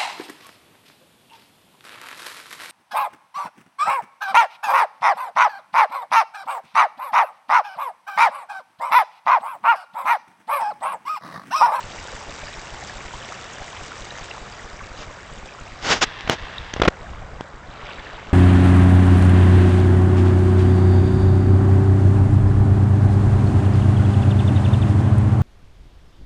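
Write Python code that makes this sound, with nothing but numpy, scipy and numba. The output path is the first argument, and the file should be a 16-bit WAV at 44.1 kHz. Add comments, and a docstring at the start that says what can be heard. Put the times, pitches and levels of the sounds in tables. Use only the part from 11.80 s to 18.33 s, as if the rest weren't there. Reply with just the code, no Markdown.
"""A shallow snowmelt stream trickles over stones in a forest, heard through a small hand-held camera.
From the start, ringing bubbles and bursting spray make the rush, over a low rumble and soft thumps.
From about 3 s the rush dulls as the camera turns away, and fingers begin to rub and slide on the case.
Between 4.4 and 5.6 s they knock on it, the hardest blows overloading the microphone.
Near 6 s the camera turns partly back and the water briefly brightens."""
import sys
import numpy as np
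from scipy import signal
from scipy.fft import rfft, irfft
from scipy.io import wavfile
from scipy.ndimage import uniform_filter1d
from numba import njit

SR = 44100
rng = np.random.default_rng(int(sys.argv[2]) if len(sys.argv) > 2 else 0)


def unload_wav(signal):
    """Save mono or channel-first audio to the path in sys.argv[1] as 16-bit WAV at rate SR, clipped to [-1, 1]."""
    wavfile.write(
        sys.argv[1],
        SR,
        np.round(np.clip(np.atleast_2d(signal).T, -1, 1) * 32767).astype(np.int16),
    )


N = 287973
TIME = np.arange(N) / SR
FREQS = np.maximum(np.arange(N // 2 + 1) * SR / N, 1)

# the tone of the forest's low rumble: frequency_hz, gain_db
AIR_SPECTRUM = [(25, -12), (50, -4.5), (80, 5.5), (130, 1), (190, -3), (400, -29.5)]
# runs of soft thumps, each at its own pace: first_s, last_s, count
THUMP_RUNS = [(0.039, .925, 7), (1.155, 1.345, 3), (1.81, 2.615, 5), (2.846, 3.278, 6), (3.516, 3.634, 3),
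              (3.81, 4.03, 3), (4.27, 4.8, 4), (5.21, 5.53, 4), (5.741, 6.487, 6)]
# the hand shifts its grip: start_s, end_s, level_db
GRIP_SHIFTS = [(4.09, 4.24, -39.5), (4.6, 4.66, -39), (4.8, 4.83, -37.5), (4.96, 5.01, -35),
               (5.29, 5.57, -38)]
# how the small hollows under a sliding fingertip ring: pitch_hz, width_hz, gain_db
FINGERTIP_MODES = [(1060, 240, -3.5), (1810, 560, 1.5), (2670, 220, -3), (3240, 460, -6), (4870, 700, -29)]
# finger strokes over the microphone hole: peak_s, rise_s, fall_s, level_db, treble_db_per_octave
RUB_STROKES = [(3.22, 0.062, 0.038, -37, 1.5), (4.11, 0.092, 0.091, -21, 1),
               (4.126, 0.038, 0.019, -13.5, 1.5), (4.227, 0.016, 0.022, -12, 2),
               (4.512, 0.026, 0.046, -22.5, -0.4)]
# the tone of rubbing skin: frequency_hz, gain_db
SKIN_SPECTRUM = [(50, -21), (120, -0.5), (350, 1), (800, 0), (1400, -1), (2500, -5), (5000, -9.5),
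                 (7000, -16), (8000, -24)]
# knocks on the case: time_s, push_db, contact_ms, rattle_db, decay_ms
KNOCKS = [(4.408, -32, 0.4, -22, 1.3), (4.4755, -24, 0.54, -22, 5.6), (4.4970, 3, 0.4, -8.5, 2.6),
          (4.9352, -36, .5, -24.5, 2.2), (4.9383, -42, .3, -13.5, 1.13), (4.9637, -11, 0.32, -27.5, 10),
          (4.9990, -7, 1.25, -22.5, 5.5), (5.0178, -3.5, 0.62, -8, 5.9), (5.0333, -16, 0.45, -16.5, 11),
          (5.0510, -24, 0.69, -16, 13.6), (5.077, -3, 2.2, -15, 1.5), (5.0795, -10, 0.72, -7, 4.6),
          (5.0827, -3.5, 1.5, -5.5, 3.8), (5.6089, -11.5, .6, -27.5, 2.3)]
# how the plastic case rings: pitch_hz, width_hz, gain_db
CASE_MODES = [(626, 400, 1.5), (1290, 720, 1), (2020, 940, -3), (2780, 700, -0.5), (4000, 400, -12),
              (5670, 1400, -14)]
# the biggest single bubbles: start_s, pitch_hz, level_db
BIG_BUBBLES = [(.327, 516, -30), (.632, 620, -30), (.670, 4650, -27), (1.026, 770, -29.5),
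               (1.336, 930, -26), (1.521, 1235, -25), (2.118, 1390, -25.5), (2.306, 3790, -25),
               (2.512, 2700, -23.5), (2.723, 4700, -30), (3.011, 1100, -29.5), (4.782, 3670, -18)]
# the stream's level and treble as the camera turns: time_s, gurgle_db, splash_shade_db, spray_shade_db
STREAM_OVER_TIME = [(0, -41, 0.5, 1.5), (2.5, -41.5, 0.9, 0.2), (3.0, -42.5, -3, -4),
                    (3.9, -44.5, -1.5, -3), (4.3, -42.5, -4.5, -12), (5.83, -43.5, -8, -12.5),
                    (6.08, -40, 0.3, -13.5), (6.5, -40.5, -5, -14)]
# the tone of the rushing water: frequency_hz, gain_db
WATER_SPECTRUM = [(200, -7), (300, -8), (440, -3), (600, -1.5), (1100, -2.5), (1700, -4), (2600, -8.5),
                  (3600, -11), (5000, -13.5), (7500, -16)]


def gain(db):
    """Turn decibels into a number to multiply by."""
    return 10 ** (np.asarray(db) / 20)


def normalise(x):
    """Scale a signal to an average strength (rms) of one."""
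    return x / np.sqrt(np.mean(x ** 2))


def curves(table):
    """Join the rows of a timed table with straight lines, one curve per column."""
    times, *columns = np.transpose(table)
    return [np.interp(TIME, times, column) for column in columns]


def tone(spectrum, hz=FREQS):
    """Read a spectrum table's gain at the given frequencies."""
    points_hz, db = np.transpose(spectrum)
    return gain(np.interp(np.log(hz), np.log(points_hz), db))


def resonances(modes):
    """How strongly, and how late, a ringing object answers each frequency."""
    return sum(gain(db) / (1 + 1j * (FREQS ** 2 - hz ** 2) / (FREQS * width)) for hz, width, db in modes)


def filtered(x, response):
    """Weight each frequency of a signal, then normalise it."""
    return normalise(irfft(rfft(x, N) * response, N))


def wander(turns_per_s):
    """A smooth random curve that strays about one either side of zero."""
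    step = int(SR / turns_per_s)
    stairs = np.repeat(rng.standard_normal(N // step + 1), step)
    return normalise(uniform_filter1d(stairs, step)[:N])


def held(start_s, end_s, fade_s):
    """Fade in before the start, hold at one, and fade out after the end."""
    return np.clip(1 + np.minimum(TIME - start_s, end_s - TIME) / fade_s, 0, 1)


def crackle(per_s, spread_db):
    """Tiny random clicks of unequal strength."""
    when, size, sign = rng.random((int(per_s * N / SR), 3)).T
    size_db = -spread_db * np.log(size + 1 / 30)
    return normalise(np.bincount((when * N).astype(int), gain(size_db) * np.sign(sign - .5), N))


def forest_air(level_db=-47, sway_db=1.35):
    """Outdoor air makes a low, slightly swaying rumble."""
    return filtered(rng.standard_normal(N), tone(AIR_SPECTRUM)) * gain(level_db + sway_db * wander(7.1))


def thumps(length_s=0.01097, edge_s=0.00064, level_db=-30.5, scatter_s=.002):
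    """Short blunt dips in pressure, all alike, a little uneven in time."""
    times = np.concatenate([np.linspace(first, last, round(count)) for first, last, count in THUMP_RUNS])
    dips = np.zeros(N)
    for start_s in times + scatter_s * rng.standard_normal(len(times)):
        dips[int(start_s * SR):int((start_s + length_s) * SR)] = -gain(level_db)
    return uniform_filter1d(dips, int(edge_s * SR))


def grip_rumble(pitch_hz=42, width_hz=45, cutoff_hz=170, resting_db=-51):
    """The hand shudders through the camera body, more when it shifts its grip."""
    body = resonances([(pitch_hz, width_hz, 0)]) / (1 + (FREQS / cutoff_hz) ** 2)
    shifts = sum(gain(db) * held(start, end, fade_s=0.06) for start, end, db in GRIP_SHIFTS)
    return filtered(crackle(per_s=150, spread_db=0.5), body) * np.maximum(gain(resting_db), shifts)


def finger_slide(start_s=4.26, end_s=5.05, level_db=-38, ease_db_per_s=5, cutoff_hz=5500):
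    """A fingertip slides on the case ever more lightly, ringing the small hollows under it."""
    pressure = held(start_s, end_s, fade_s=0.04) * gain(level_db - ease_db_per_s * (TIME - start_s))
    hollows = resonances(FINGERTIP_MODES) / (1 + (FREQS / cutoff_hz) ** 6)
    return filtered(crackle(per_s=4400, spread_db=5.0), hollows) * pressure


def finger_rubs(swell_db=18, slip_limit=0.8):
    """Skin sticks and slips over the microphone hole; each stroke swells and lets go."""
    strokes = 0
    for peak_s, rise_s, fall_s, level_db, tilt_db in RUB_STROKES:
        from_peak = np.maximum((peak_s - TIME) / rise_s, (TIME - peak_s) / fall_s)
        skin = tone(SKIN_SPECTRUM) * gain(tilt_db * np.log2(FREQS / 1000))
        slips = filtered(crackle(per_s=24000, spread_db=3.0), skin)
        strokes += slips * gain(level_db - swell_db * from_peak ** 3)
    return slip_limit * np.tanh(strokes / slip_limit)  # soft skin rounds off the biggest slips


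def case_knocks(leak_hz=50, rebound=0.74, cutoff_hz=6000):
    """Each blow pushes on the microphone; the loose plastic case springs back and rattles briefly."""
    pushes, rattles = np.zeros(N), 0
    case = resonances(CASE_MODES) / (1 + (FREQS / cutoff_hz) ** 6)
    for time_s, push_db, contact_ms, rattle_db, decay_ms in KNOCKS:
        age_ms = (TIME - time_s) * 1000
        shake = gain(rattle_db) * (age_ms > 0) * np.exp(-(age_ms / decay_ms) ** 2)
        pushes += rebound * shake - gain(push_db) * np.exp(-(2 * age_ms / contact_ms) ** 2)
        # longer rattles and softer blows sound duller
        treble_db_per_octave = 4 - 2.1 * np.log2(decay_ms) - 3 * contact_ms
        tilt = gain(treble_db_per_octave * np.log2(np.clip(FREQS, 400, 6000)))
        rattles += shake * filtered(rng.standard_normal(N), case * tilt)
    # the pressure leaks away, so every push swings back
    return signal.sosfilt(signal.butter(1, leak_hz, "high", fs=SR, output="sos"), pushes) + rattles


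def camera_shade(hz, splash_db, spray_db):
    """Turned away, the camera body blocks high sounds: the change in dB at a given pitch."""
    splash_share = np.interp(hz, [1400, 2700, 3600, 5800], [0, 1, 1, 0])
    spray_share = np.interp(hz, [3600, 5800], [0, 1])
    return splash_db * splash_share + spray_db * spray_share


@njit
def ring_bubbles(start_s, hz, cycles, size, pitch_rise):
    """Each bubble is a tone that builds quickly, fades by 60 dB and rises in pitch near the surface."""
    sound = np.zeros(N)
    for k in range(len(hz)):
        first, length = int(start_s[k] * SR), int(cycles[k] / hz[k] * SR) + 1
        angle = 2 * np.pi * hz[k] / SR
        wave = size[k] + 0j  # a point that circles and shrinks, tracing a fading sine
        turn = np.exp(1j * angle - np.log(1000) / length)
        bend = np.exp(1j * angle * pitch_rise / length)
        neck, closing = 1., np.exp(-20 / length)  # the tone builds as the bubble's neck closes
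        for i in range(first, min(first + length, N)):
            wave *= turn
            turn *= bend
            neck *= closing
            sound[i] += 2 * wave.imag * (1 - neck)
    return sound


def plops(strays_per_s=3, low_hz=645, high_hz=2800, above_gurgle_db=8.5, pitch_rise=.1):
    """Single air pockets ring close by: a few big ones, and random strays that fade with the stream."""
    when, pitch = rng.random((int(strays_per_s * N / SR), 2)).T
    stray_hz = low_hz * (high_hz / low_hz) ** pitch
    gurgle_db, splash_db, spray_db = (curve[(when * N).astype(int)] for curve in curves(STREAM_OVER_TIME))
    stray_db = above_gurgle_db + gurgle_db + camera_shade(stray_hz, splash_db, spray_db)
    strays = np.column_stack([when * N / SR, stray_hz, stray_db])
    start_s, hz, level_db = np.vstack([BIG_BUBBLES, strays]).T.copy()
    cycles = 26 * (hz / 1000) ** 0.27  # smaller, higher bubbles ring for more cycles
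    return ring_bubbles(start_s, hz, cycles, gain(level_db), pitch_rise)


def bubble_swarm(centre_hz, per_s=200, spread_db=5.0, pitch_rise=0.1):
    """Bubbles ring within a third of an octave: many faint ones, a few strong."""
    when, pitch, life, size = rng.random((int(per_s * N / SR), 4)).T
    hz = centre_hz * 2 ** ((pitch - .5) / 3)
    cycles = 13 * (centre_hz / 1000) ** 0.43 * (.5 + life)
    size_db = -spread_db * np.log(size + 1 / 80)
    return normalise(ring_bubbles(when * N / SR, hz, cycles, gain(size_db), pitch_rise))


def stream(wash_db=-3, spray_at_5khz_db=-5, flicker_db=0.81, surge_db=0.3):
    """Bubbles ring nearby, a smooth wash comes from further along, and spray bursts in the treble."""
    gurgle_db, splash_db, spray_db = curves(STREAM_OVER_TIME)
    hiss, bursts = rng.standard_normal(N), crackle(per_s=700, spread_db=7.5)
    centres_hz = 200 * 2 ** (np.arange(17) / 3)  # three bands to an octave
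    weights = tone(WATER_SPECTRUM, centres_hz) * np.sqrt(centres_hz)  # higher bands are wider
    weights /= np.linalg.norm(weights[4:10])  # the gurgle level belongs to the 500-1600 Hz bands
    rush = 0
    for hz, weight in zip(centres_hz, weights):
        band = np.sqrt(np.clip(1 - abs(3 * np.log2(FREQS / hz)), 0, 1))
        wash = gain(wash_db) * filtered(hiss, band)
        spray = gain(spray_at_5khz_db) * hz / 5000 * filtered(bursts, band)
        water = normalise(bubble_swarm(hz) + wash + spray)
        rush += weight * water * gain(camera_shade(hz, splash_db, spray_db) + flicker_db * wander(14))
    return rush * gain(gurgle_db + surge_db * wander(5))


def scene():
    """The water, the low background and the hand all reach one microphone."""
    water = stream() + plops()
    background = forest_air() + thumps()
    hand = grip_rumble() + finger_slide() + finger_rubs() + case_knocks()
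    return (water + background + hand)[None]


def record(dry, notch_hz=4306, notch_width_hz=184, notch_depth=0.63, clip_level=0.78):
    """The microphone hole notches the treble; the recorder trims lows and highs and clips hard knocks."""
    notch = 1 - notch_depth * resonances([(notch_hz, notch_width_hz, 0)])
    x = irfft(rfft(dry) * notch, N)
    x = signal.sosfilt(signal.butter(1, 12, "high", fs=SR, output="sos"), x)
    x = np.clip(x, -clip_level, clip_level)
    x = signal.sosfilt(signal.butter(10, 7800, fs=SR, output="sos"), x)
    x = signal.sosfilt(signal.ellip(8, .2, 70, 8500, fs=SR, output="sos"), x)
    # the filters overshoot on flattened peaks, which clip again and splatter into the high treble
    x = np.clip(x, -clip_level, clip_level)
    return signal.sosfilt(signal.ellip(8, .2, 70, 16000, fs=SR, output="sos"), x)


dry = scene()
out = record(dry)
unload_wav(out)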